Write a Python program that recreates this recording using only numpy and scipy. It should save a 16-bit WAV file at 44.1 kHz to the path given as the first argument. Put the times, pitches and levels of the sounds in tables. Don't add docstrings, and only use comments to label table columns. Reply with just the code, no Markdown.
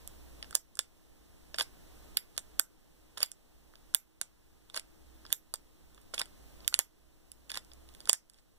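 import sys
import numpy as np
from scipy import signal
from scipy.fft import rfft, irfft
from scipy.io import wavfile
from scipy.ndimage import uniform_filter1d

SR = 44100
rng = np.random.default_rng(int(sys.argv[2]) if len(sys.argv) > 2 else 0)


def store_pcm(level_fs):
    pcm = np.round(np.clip(level_fs, -1, 1) * 32767).astype(np.int16)
    wavfile.write(sys.argv[1], SR, np.atleast_2d(pcm).T)


def magnitude_from_level(level_db):
    exponent = np.asarray(level_db, float) / 20
    return 10 ** exponent


N = 378378

# (f/Hz, level/dB, t60/s)
SPRING_PARTS = (10700, 15700), [(11320, 2.5, 0.0034), (12800, -3, 0.00063), (13400, -3.5, 0.0059),
                (14900, 0, .002)]
HAMMER_PARTS = (5620, 9600), [(7260, -6.5, 0.0047), (7580, -7.5, 0.0051), (8590, 2.5, 0.0034),
                (9430, 4, 0.0063), (9880, -1, 0.0068)]
FRAME_PARTS = (2090, 5190), [(3240, -2, .006), (3595, 10, 0.0089), (4350, 16, 0.0014), (4700, -9.5, 0.006),
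               (4790, 13.5, 0.01)]
GRIP_PARTS = (490, 4300), [(626, -6, 0.023), (1280, 2, 0.011), (1573, 12.5, 0.01), (1730, -12.5, 0.083),
              (1990, 0, 0.014)]


def at_hz(points, hz, column=1):
    p = np.array(points)
    return np.interp(np.log(np.maximum(hz, 1)), np.log(p[:, 0]), p[:, column])


def rms_one(x):
    return x / np.sqrt(np.mean(x ** 2) + 1e-20)


def ring(x, hz, t60):
    decay = magnitude_from_level(-60 / (max(t60, .001) * SR))
    w = 2 * np.pi * hz / SR
    return signal.lfilter([0, np.sin(w)], [1, -2 * decay * np.cos(w), decay * decay], x)


def band_pass(x, band):
    return signal.sosfilt(signal.butter(2, band, "band", fs=SR, output="sos"), x)


def coloured(x, points):
    return irfft(rfft(x) * magnitude_from_level(at_hz(points, np.fft.rfftfreq(N, 1 / SR))), N)


def gain_db():
    # t/s, depth/dB
    ducks = [(.555, 10), (.79, 8.5), (2.17, 5.5), (2.597, 9.5), (3.232, 9.5), (3.952, 12.5), (4.75, 7),
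             (5.328, 9.5), (6.68, 4.5), (6.793, 11), (8.097, 14)]
    recovery_db, recovery_curve = 7, 1.1
    overshoot_db, overshoot_s = 2.5, .06
    t, depth = np.arange(N) / SR, np.zeros(N)
    for s, db in ducks:
        since = np.clip(t - s, 0, None)
        dip = db - recovery_db * since ** recovery_curve
        dip += overshoot_db * np.exp(-since / overshoot_s)
        depth = np.maximum(depth, dip * (t >= s))
    return -uniform_filter1d(depth, size=300)


def background():
    # f/Hz, level/dB per Hz
    room_noise = [(20, 16), (35, 12), (50, 12), (110, 3), (300, 3.5), (700, -6), (1300, -12.5), (2500, -12),
                  (5000, -13), (9000, -13.5), (13000, -14), (15300, -17.5), (15750, -51.5)]
    # f/Hz, width/Hz, near port level/dB, far port level/dB
    hums = [(317.3, 6, -6, -6.5), (1237, 12, -22.5, -25), (7740, 250, -15, -60.5), (11100, 200, -23, -61),
            (15050, 250, -8.5, -63)]
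    # t/s, level/dB, half-length/s
    swells = [(0.285, -57, 0.35), (1.196, -63, 0.21), (1.495, -61, 0.072), (1.97, -59, .08),
              (2.528, -60.5, .08), (3.054, -59, 0.051), (3.618, -59.5, .12), (4.582, -61.5, 0.092),
              (5.12, -57.5, 0.15), (5.666, -62, .05), (5.95, -58, .13), (6.44, -56.5, .07),
              (6.645, -57.5, 0.087), (7.05, -57.5, 0.089), (7.398, -56.5, 0.12), (7.807, -55, 0.19),
              (8.377, -63, .1)]
    room_db, drone_db = -63.5, -79
    white = rng.standard_normal((3, 2, N))
    noise = rms_one(coloured(white[0], room_noise)) * magnitude_from_level(8.5)
    for hz, width_hz, near_db, far_db in hums:
        t60 = np.log(1000) / np.pi / width_hz
        hum = ring(ring(white[1], hz, t60), hz, t60)
        noise += magnitude_from_level([[far_db], [near_db]]) * rms_one(hum)
    wander_hz = 3.4 * rms_one(uniform_filter1d(white[2, 0], size=6000))
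    drone = np.sin(2 * np.pi * np.cumsum(59 + wander_hz) / SR)
    drone = drone * magnitude_from_level([[-3.0], [3.0]])
    t = np.arange(N) / SR
    swell = magnitude_from_level(drone_db) + sum(magnitude_from_level(db) * np.exp(-((t - s) / half) ** 2) for s, db, half in swells)
    return (noise * magnitude_from_level(room_db) + drone * swell) * magnitude_from_level(gain_db())


def room(x):
    # delay t/s, level/dB
    echoes = [(.0073, -8.5), (0.011, -22.5), (0.0186, -21.5)]
    # f/Hz, level/dB, t60/s
    decay = [(300, -9, 0.29), (1000, -3, 0.18), (1650, -6, 0.26), (2590, -12, 0.11), (5160, -1.5, 0.16),
             (8000, 1, 0.13), (11900, -3, 0.15), (15000, -18, .1)]
    t = np.arange(SR // 2) / SR
    edges = 200 * 2 ** np.arange(0, 6.6, .5)
    white, tail = rng.standard_normal((2, len(t))), 0
    for low, high in zip(edges, edges[1:]):
        hz = np.sqrt(low * high)
        t60 = np.clip(at_hz(decay, hz, column=2), .03, 1)
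        tail = tail + band_pass(white, [low, high]) * magnitude_from_level(at_hz(decay, hz) - 60 * t / t60)
    tail = magnitude_from_level(-29) * tail * (1 - np.exp(-(t / 0.0013) ** 2))
    for delay, db in echoes:
        late = np.clip(t - delay, 0, None)
        tail += magnitude_from_level(db - 16.0) * white * (t >= delay) * np.exp(-late / 0.00052)
    return signal.fftconvolve(tail, x[None], axes=1)[:, :N]


def slide_db(start, end, first_db, last_db):
    curve, on_db_per_s, off_db_per_s = 2.5, 2502, 1200
    t = np.arange(N) / SR
    travel = np.clip((t - start) / max(end - start, .001), 0, 1)
    edges = on_db_per_s * np.clip(start - t, 0, 1) + off_db_per_s * np.clip(t - end, 0, 1)
    return first_db + (last_db - first_db) * travel ** curve - edges


def scrape():
    # start t/s, end t/s, first level/dB, last level/dB
    slides = [(0.513, 0.567, -59.5, -37.5), (1.587, 1.622, -29, -32.5), (2.346, 2.373, -60, -52),
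              (3.173, 3.234, -46, -27.5), (4.743, 4.772, -44, -28), (5.256, 5.331, -57.5, -36.5),
              (6.146, 6.149, -26.5, -38.5), (6.155, 6.208, -54.5, -34.5), (6.721, 6.74, -55, -43.5),
              (6.785, 6.793, -59.5, -22.5), (7.504, 7.574, -46.5, -33.5), (8.074, 8.088, -53, -33),
              (8.112, 8.135, -58.5, -29.5), (8.327, 8.394, -65.5, -56)]
    # f/Hz, level/dB per Hz
    spectrum = [(180, -45), (300, -9), (1420, -12.5), (1700, -4.5), (2400, -6), (3270, -2.5), (4770, -7),
                (10300, -6), (15000, -28)]
    grains_per_s = 3500
    grains = (rng.random(N) < grains_per_s / SR) * magnitude_from_level(1.0 * rng.exponential(1, N))
    grains = grains * rng.choice([-1, 1], N)
    level = sum(magnitude_from_level(slide_db(*row) - 9.0) for row in slides)
    return level * rms_one(coloured(grains, spectrum))


def contact_rows():
    # t/s, spring
    # level/dB, hammer level/dB, frame level/dB, grip level/dB
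    snaps = [(.0757, -27.5, -30, -41.5, -67), (0.5527, -12, -9.5, -19.5, -37.5),
             (2.5957, -10, -8, -17, -21.5), (3.2298, -13.5, -15.5, -12.5, -28.5),
             (3.3167, -39.5, -29, -43, -52.5), (3.9473, -9.5, -9, -13, -26.5),
             (5.3273, -9, -11, -15.5, -30.5), (6.6782, -13, -11.5, -14.5, -33.5),
             (6.7419, -24.5, -11.5, -10, -40.5), (6.7908, -10.5, -10, -19.5, -23.5),
             (8.0952, -14.5, -4.5, -10, -21), (8.1308, -16.5, -8, -24.5, -28),
             (.551, -31.5, -15, -26.5, -29.5), (1.622, -28, -27, -46, -55), (1.6259, -34, -34.5, -36, -55),
             (6.195, -31.5, -23.5, -21, -50), (8.0916, -24, -18, -36.5, -53)]
    # t/s, spring level/dB, hammer level/dB, frame level/dB, grip level/dB
    landings = [(.791, -24.5, -14.5, -18, -29), (1.5848, -31.5, -26, -20.5, -27.5),
                (2.1709, -14, -17, -14, -33), (2.3783, -26, -19, -21.5, -30.5),
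                (4.2134, -28.5, -18.5, -25, -31), (5.5394, -28, -20.5, -27.5, -33),
                (7.317, -38, -37, -45.5, -73.5)]
    # t/s, hammer level/dB, frame level/dB, grip level/dB
    ratchet = [(1.5436, -38.5, -28, -33.5), (1.5923, -26.5, -26.5, -33), (1.5981, -28, -22, -30.5),
               (1.609, -25.5, -15.5, -25), (.771, -39, -52, -47.5), (3.737, -64, -59, -49),
               (5.978, -62, -51.5, -51), (3.173, -46, -33, -38), (3.176, -34, -31.5, -36.5),
               (3.1807, -31, -35, -44), (3.2046, -31, -30, -37), (3.2169, -38, -31, -43.5),
               (4.7444, -35.5, -30, -38), (4.762, -27.5, -41, -36), (4.765, -33, -27.5, -34),
               (4.7746, -27, -23, -29), (4.7959, -33.5, -34.5, -58), (6.1383, -41.5, -36.5, -30),
               (6.142, -28.5, -28.5, -43), (6.1795, -33.5, -23.5, -35), (6.191, -27, -39, -49),
               (6.1976, -25, -29, -36), (6.2082, -38, -35, -31), (6.2152, -24, -22, -25),
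               (7.5025, -34.5, -31.5, -41), (7.5172, -29, -27, -39.5), (7.5442, -33, -30, -40),
               (7.5555, -34, -30.5, -40), (7.567, -43.5, -51, -34), (7.5731, -27.5, -24.5, -33)]
    # t/s, hammer level/dB, frame level/dB, grip level/dB
    take_up = [(.427, -39, -29.5, -40.5), (0.4442, -61.5, -42.5, -47), (.5089, -34.5, -42, -44.5),
               (0.5273, -47.5, -43.5, -38.5), (0.547, -29, -38, -42), (.754, -39, -54, -68),
               (1.546, -42, -43, -45), (1.5579, -44, -45, -49), (2.168, -46.5, -36, -44),
               (2.3659, -47.5, -44.5, -50), (2.5928, -36.5, -38, -45), (3.9405, -41.5, -50, -46.5),
               (4.699, -47.5, -39, -50.5), (4.7567, -34, -38, -46), (5.252, -53.5, -42, -42.5),
               (5.2642, -50, -40, -62), (5.3033, -43.5, -45, -42.5), (5.321, -49, -41, -51),
               (6.7266, -44, -45.5, -38), (6.7357, -44, -50.5, -48), (7.4947, -41, -47, -73),
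               (7.498, -50, -31.5, -62), (7.5403, -42, -33, -44), (8.0556, -38, -37.5, -59.5),
               (8.0739, -39, -38, -36.5)]
    # t/s, hammer level/dB, frame level/dB
    ticks = [(1.5629, -43, -47), (2.392, -34, -43), (3.2607, -38, -50.5), (3.3117, -53, -74),
             (3.7553, -53, -45), (5.5572, -37, -44.5), (5.9466, -49.5, -55), (6.0151, -49.5, -64),
             (6.2566, -44, -47), (6.2623, -51, -62), (6.6046, -65.5, -45.5), (6.6467, -59, -42.5),
             (7.6477, -48, -58), (7.717, -65, -43.5), (7.7344, -44.5, -53), (7.8893, -50, -47),
             (7.9391, -50.5, -54), (7.9494, -44, -42.5), (8.0043, -39.5, -39), (8.0126, -51, -51),
             (8.2982, -43, -49.5), (8.3355, -53, -63), (8.3435, -59, -55.5), (8.3862, -65, -57)]
    snap_ms, landing_ms, ratchet_ms, take_up_ms, tick_ms = 1.5, 3.37, 3.16, 3, 2.5
    ratchet_spring_db, take_up_spring_db, tick_spring_db, tick_grip_db = -8.5, -16.5, -9, -12.5
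    rows = [(*row, snap_ms) for row in snaps]
    rows += [(*row, landing_ms) for row in landings]
    rows += [(s, h + ratchet_spring_db, h, f, g, ratchet_ms) for s, h, f, g in ratchet]
    rows += [(s, h + take_up_spring_db, h, f, g, take_up_ms) for s, h, f, g in take_up]
    rows += [(s, h + tick_spring_db, h, f, f + tick_grip_db, tick_ms) for s, h, f in ticks]
    return rows


def scattered():
    s, *levels_db, ms = np.transpose(contact_rows())
    groups = SPRING_PARTS, HAMMER_PARTS, FRAME_PARTS, GRIP_PARTS
    out = np.zeros(N)
    for (band, modes), db in zip(groups, levels_db):
        blows = np.full(N, 1e-18)
        blows[np.round(s * SR).astype(int)] = magnitude_from_level(db) * np.sqrt(ms * SR / (band[1] - band[0]))
        out += band_pass(blows, band)
    return out


def struck(chatter, group, level_db, crack_db):
    band, modes = group
    draws = rng.standard_normal((len(chatter), len(modes), 2))
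    out = magnitude_from_level(crack_db) * chatter
    for k, row in enumerate(chatter):
        for (hz, db, t60), (u, v) in zip(modes, draws[k]):
            out[k] += magnitude_from_level(db + 3 * u) * ring(row, hz * (1 + .03 * v), t60)
    out = band_pass(out, band)
    peak = np.sqrt(2 * uniform_filter1d(out ** 2, size=36, axis=1).max(axis=1))
    return out * (magnitude_from_level(level_db) / peak)[:, None]


def contacts():
    # (f/Hz, level/dB, t60/s)
    thump = (120, 880), [(162, 0, 0.013), (288, 0.0049, 0.02)]
    first_blow_db = 12.5
    thump_db = -18
    s, spring_db, hammer_db, frame_db, grip_db, ms = np.transpose(contact_rows())
    t = np.arange(1400) / SR
    length = np.clip(ms, .3, 5)[:, None] * .00065
    envelope = np.exp(-(t / length) ** 1.8) * (1 - np.exp(-t / 0.00009))
    chatter = rng.standard_normal((len(s), len(t))) * envelope
    chatter[:, 6] += magnitude_from_level(first_blow_db)
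    sound = struck(chatter, SPRING_PARTS, spring_db, crack_db=16.5)
    sound += struck(chatter, HAMMER_PARTS, hammer_db - 0.5, crack_db=7.5)
    sound += struck(chatter, FRAME_PARTS, frame_db + 0.5, crack_db=17.5)
    sound += struck(chatter, GRIP_PARTS, grip_db - 1.0, crack_db=11.0)
    sound += struck(chatter, thump, grip_db + thump_db, crack_db=6.0)
    out = np.zeros(N + len(t))
    for at, row in zip(np.round((s - .0003) * SR).astype(int), sound):
        out[at:at + len(t)] += row
    return out[:N]


def scene():
    # f/Hz, level/dB
    shade = [(500, -2.5), (1500, -11.5), (3000, -5.5), (6000, -15.5), (12000, -5.5)]
    far_lead_s = .0001
    scattered_db, ringing_db = 1.5, -14
    hits, slides = contacts(), scrape()
    gun = hits + slides
    hz = np.fft.rfftfreq(N, 1 / SR)
    path = magnitude_from_level(at_hz(shade, hz)) * np.exp(2j * np.pi * hz * far_lead_s)
    direct = np.array([irfft(rfft(gun) * path, N), gun])
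    into_room = magnitude_from_level(scattered_db) * scattered() + magnitude_from_level(ringing_db) * hits + slides
    return direct + room(into_room) + background()


def roll_off(x):
    return signal.sosfilt(signal.butter(12, 16460, fs=SR, output="sos"), x)


def record(dry):
    # f/Hz, level/dB
    far_port = [(1000, 0), (4000, -1.5), (6500, -4.5), (11000, -5.5), (12000, -11), (16000, -13)]
    # f/Hz, level/dB
    crossfeed = [(50, -26), (130, -10), (400, -4), (1000, -1.5), (2400, -1.5), (3300, -6), (4800, -5),
                 (8000, -13), (15000, -22)]
    port_gap_s, cutoff_hz = .00042, 16800
    hz = np.fft.rfftfreq(N, 1 / SR)
    far, near = rfft(dry)
    far = far * magnitude_from_level(at_hz(far_port, hz))
    cross = magnitude_from_level(at_hz(crossfeed, hz)) * np.exp(-2j * np.pi * hz * port_gap_s)
    sides = irfft(np.array([far - cross * near, near - cross * far]), N)
    sides = signal.sosfilt(signal.cheby2(10, 50, cutoff_hz, fs=SR, output="sos"), sides)
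    mix = np.clip(sides, -1, 1)
    return roll_off(mix)


dry = scene()
out = record(dry)
store_pcm(out)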